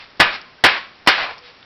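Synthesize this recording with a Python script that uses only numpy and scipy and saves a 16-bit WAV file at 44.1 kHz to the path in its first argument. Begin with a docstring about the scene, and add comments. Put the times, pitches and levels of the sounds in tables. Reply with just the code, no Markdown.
"""A hand-held chopper drags faintly over a table in a small room, then is slammed down three times.
Each impact cracks and clacks, thumps the table top and overloads the close, narrow-band microphone.
The blade rings on in its free modes while the room reverberates. Between blows the blade drags with
friction, crumbs tick under it and faint tones linger. The last scrapes fade into the microphone's hiss."""
import sys
import numpy as np
from scipy import signal
from scipy.fft import rfft, irfft
from scipy.io import wavfile

SR = 44100
rng = np.random.default_rng(int(sys.argv[2]) if len(sys.argv) > 2 else 0)


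def digitize_waveform(pressure):
    """Quantize a signal to 16-bit integers and store it at the path in sys.argv[1].

    Rows of a 2-D input are taken as channels; values are limited to [-1, 1].
    """
    field = np.atleast_2d(pressure).T
    bounded = np.clip(field, -1, 1)
    quanta = np.round(bounded * 32767).astype(np.int16)
    wavfile.write(sys.argv[1], SR, quanta)


N = 72765
T = np.arange(N) / SR
HZ = np.maximum(np.fft.rfftfreq(2 * N, 1 / SR), 1)


# Each row: start and contact time in seconds, thump, ring and room levels in dB, tilt in dB per octave.
BLOWS = [(0.2001, 0.0078, -15, -14.5, -10, -0.85), (0.6389, 0.0098, -13.5, -13, -8, 0.16),
         (1.073, 0.0049, -9.5, -14.5, -9, 1.45)]
def blows(crack_db=-4.5, clack_db=-5):
    """Superposition: the responses of blade, table and room to each impact add."""
    out = np.zeros(N)
    for start, contact, thump_db, ring_db, room_db, tilt_db in BLOWS:
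        out += from_db(crack_db) * crack(start, t60=0.125, hold=contact, tilt_db=tilt_db)
        out += from_db(clack_db) * clack(start, contact)
        out += from_db(thump_db) * table_thump(start)
        out += from_db(ring_db) * blade_ring(start)
        out += from_db(room_db) * room_tail(start, tilt_db)
    return out


# Each row: frequency in Hz, relative spectral density in dB.
CRACK_SPECTRUM = [(100, -18), (300, -5.5), (520, -1.5), (740, 8), (900, 3.5), (1600, 6.5), (2200, -2),
                  (3300, 2), (4100, -1.5), (5200, -4)]
def crack(start, t60, hold=0, tilt_db=0):
    """Modal overlap: dense, short resonances of blade and table merge into a burst of noise."""
    return noise(CRACK_SPECTRUM, tilt_db) * decay(start, t60, hold)


def clack(start, hold):
    """Damped resonance: the blade's broad main peak wanders in pitch under a smooth envelope."""
    phase = np.angle(signal.hilbert(resonant_noise(1764, width_hz=373)))
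    return rms_one(np.cos(phase)) * decay(start, t60=0.07, hold=hold)


# Each row: frequency in Hz, relative spectral density in dB.
THUMP_SPECTRUM = [(25, -21.5), (50, -19), (90, -8), (160, -17.5), (300, 1.5), (550, -2), (1200, -22)]
def table_thump(start):
    """Impact excitation: the table top vibrates at low frequencies and is quickly damped."""
    return noise(THUMP_SPECTRUM) * decay(start, t60=0.086)


# Each row: natural frequency in Hz, level in dB, time to fall 60 dB in seconds.
BLADE_MODES = [(545, -6, 0.16), (769, -4, 0.2), (1013, -3, 0.28), (1214, -2, 0.26), (1457, -4, 0.28),
               (1552, -3, 0.28), (1603, -4, 0.28), (1652, -5, 0.18), (1721, 3, 0.26), (1899, -3, 0.25),
               (2015, -4, 0.2), (2095, -1, 0.22), (2155, -2, 0.22), (2306, -4, 0.3), (2401, -4, 0.24),
               (2489, -3, 0.32), (2819, -2, 0.24), (2932, -7, 0.32), (3056, -7, 0.22), (3372, -7, 0.18)]
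def blade_ring(start, scatter_db=1):
    """Free vibration: the chopper on the table rings as a sum of damped sines of alternating sign."""
    strike_db = scatter_db * rng.standard_normal(len(BLADE_MODES))
    out = np.zeros(N)
    for k, (hz, db, t60) in enumerate(BLADE_MODES):
        mode = np.sin(2 * np.pi * hz * (T - start)) * decay(start, t60)
        out += (-1) ** k * from_db(db + strike_db[k]) * mode
    return out


# Each row: start in seconds, level in dB.
CORNER_TOUCHES = [(0.1964, -16.5), (1.0635, -24), (1.1066, -19)]
def corner_touches():
    """Light impact: a corner of the blade lands just before a blow, or rebounds after it."""
    envelope = sum(from_db(db) * decay(start, t60=0.04) for start, db in CORNER_TOUCHES)
    return noise(CRACK_SPECTRUM) * envelope


# Each row: middle and half length in seconds, level in dB, tilt in dB per octave.
DRAG_STROKES = [(-0.02, 0.056, -37.5, 1.5), (0.343, 0.022, -27, 1), (0.756, 0.023, -24, -2),
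                (1.21, 0.04, -20, -2.5), (1.301, 0.021, -30, -3.5), (1.347, 0.039, -41.5, -3.5),
                (1.468, 0.034, -43, 3), (1.532, 0.07, -52.5, 6)]
# Each row: frequency in Hz, relative spectral density in dB.
FRICTION_SPECTRUM = [(30, -36.5), (100, -25), (250, -24), (480, -11), (750, -1.5), (1150, 0), (1900, 0),
                     (2500, 1), (3200, -4.5), (4300, -4.5), (5300, -10.5)]
def blade_drags(slips_per_s=3300, slip_share=0.46):
    """Sliding friction: tiny random slips over a smooth rub swell and fade with each stroke."""
    out = np.zeros(N)
    for middle, half_length, db, tilt_db in DRAG_STROKES:
        slipping = rng.random(N) < slips_per_s / SR
        slips = rms_one(slipping * rng.standard_normal(N))
        friction = np.sqrt(slip_share) * slips + np.sqrt(1 - slip_share) * rng.standard_normal(N)
        out += from_db(db) * coloured(friction, FRICTION_SPECTRUM, tilt_db) * swell(middle, half_length)
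    return out


# Each row: start in seconds, level in dB, centre frequency in Hz.
CRUMB_TICKS = [(0.102, -41, 4670), (0.172, -44, 4500), (0.414, -34, 5200), (0.955, -49, 5160),
               (1.335, -37.5, 4700), (1.381, -34.5, 5000), (1.388, -41, 5100), (1.628, -39, 3140)]
def crumb_ticks():
    """Damped transients: crumbs under the blade tick, each in a broad band around one pitch."""
    return sum(from_db(db) * decay(start, t60=0.023) * resonant_noise(hz, width_hz=1100)
               for start, db, hz in CRUMB_TICKS)


# Each row: middle and half length in seconds, level in dB, centre frequency in Hz.
SHIFT_TONES = [(0.458, 0.05, -54.5, 1039), (0.589, 0.0041, -47, 1540), (0.797, 0.079, -47, 1098),
               (1.272, 0.044, -36.5, 1029), (1.420, 0.045, -53, 1027), (1.46, 0.062, -56.5, 491)]
def shift_tones():
    """Narrow-band resonance: faint wavering tones linger as the chopper is shifted."""
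    return sum(from_db(db) * swell(middle, half_length) * resonant_noise(hz, width_hz=6.7)
               for middle, half_length, db, hz in SHIFT_TONES)


# Each row: frequency in Hz, relative spectral density in dB.
ROOM_SPECTRUM = [(40, -19), (110, -20.5), (200, -17.5), (370, -11.5), (750, -7.5), (1500, -1), (2400, -1.5),
                 (3200, -6.5), (4300, -10), (5300, -18)]
def room_tail(start, tilt_db, build_s=0.015):
    """Reverberation: a diffuse field builds up after the blow and decays exponentially."""
    build = 1 - np.exp(-np.maximum(T - start, 0) / build_s)
    return noise(ROOM_SPECTRUM, tilt_db) * build * decay(start, t60=0.42)


# Each row: frequency in Hz, relative spectral density in dB.
HISS_SPECTRUM = [(25, -5.5), (70, -3.5), (170, -1), (350, -2.5), (700, -2.5), (1100, -2), (2000, -3),
                 (3500, -7.5), (5200, -8.5)]
def hiss(db=-48):
    """Stationary noise: the microphone hisses faintly throughout."""
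    return from_db(db) * noise(HISS_SPECTRUM)


def from_db(db):
    """Amplitude ratio of a level in decibels."""
    return 10 ** (np.asarray(db) / 20)


def rms_one(x):
    """Normalisation to unit rms."""
    return x / np.sqrt(np.mean(x ** 2) + 1e-20)


def shaped(x, gain):
    """Linear filtering: each frequency is multiplied by its gain."""
    return irfft(rfft(x, 2 * N) * gain)[:N]


def spectral_gain(spectrum):
    """Interpolation of levels over log frequency, returned as gains."""
    hz, db = np.transpose(spectrum)
    return from_db(np.interp(np.log(HZ), np.log(hz), db))


def coloured(x, spectrum, tilt_db=0):
    """Spectral shaping, tilted about 1.5 kHz and cut at 6.5 kHz; unit rms."""
    tilt = from_db(tilt_db * np.log2(HZ / 1500))
    return rms_one(shaped(x, spectral_gain(spectrum) * tilt * (HZ < 6500)))


def noise(spectrum, tilt_db=0):
    """Gaussian noise of the given spectrum; unit rms."""
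    return coloured(rng.standard_normal(N), spectrum, tilt_db)


def resonant_noise(hz, width_hz):
    """Noise under a resonance curve that halves at width_hz from its centre; unit rms."""
    return rms_one(shaped(rng.standard_normal(N), 1 / (1 + ((HZ - hz) / width_hz) ** 2)))


def decay(start, t60, hold=0):
    """Exponential damping: a sudden onset, a hold, then a fall of 60 dB every t60 seconds."""
    return (T >= start) * np.exp(-np.log(1000) * np.maximum(T - start - hold, 0) / t60)


def swell(middle, half_length):
    """Gaussian envelope: a smooth rise and fall."""
    return np.exp(-.5 * ((T - middle) / half_length) ** 2)


def scene():
    """Superposition of chopper, crumbs and hiss in one channel."""
    return (blows() + corner_touches() + blade_drags() + crumb_ticks() + shift_tones() + hiss())[None]


# Each row: frequency in Hz, gain after the overload in dB.
TREBLE_RESPONSE = [(5200, -0.5), (6300, -9), (8000, -5.5), (10000, -4), (15000, -5.5)]
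def record(dry, edge_hz=5326, skirt_hz=480, clip_level=0.72, cutoff_hz=15850):
    """Harmonic distortion: the microphone loses the treble, then clips; filters soften the fizz."""
    passband = np.exp(-(np.maximum(HZ - edge_hz, 0) / skirt_hz) ** 2)
    clipped = np.clip(shaped(dry[0], passband), -clip_level, clip_level)
    softened = shaped(clipped, spectral_gain(TREBLE_RESPONSE))
    lowpass = signal.firwin(255, cutoff_hz, window=("kaiser", 9), fs=SR)
    return signal.fftconvolve(softened, lowpass, "same")[None]


dry = scene()
out = record(dry)
digitize_waveform(out)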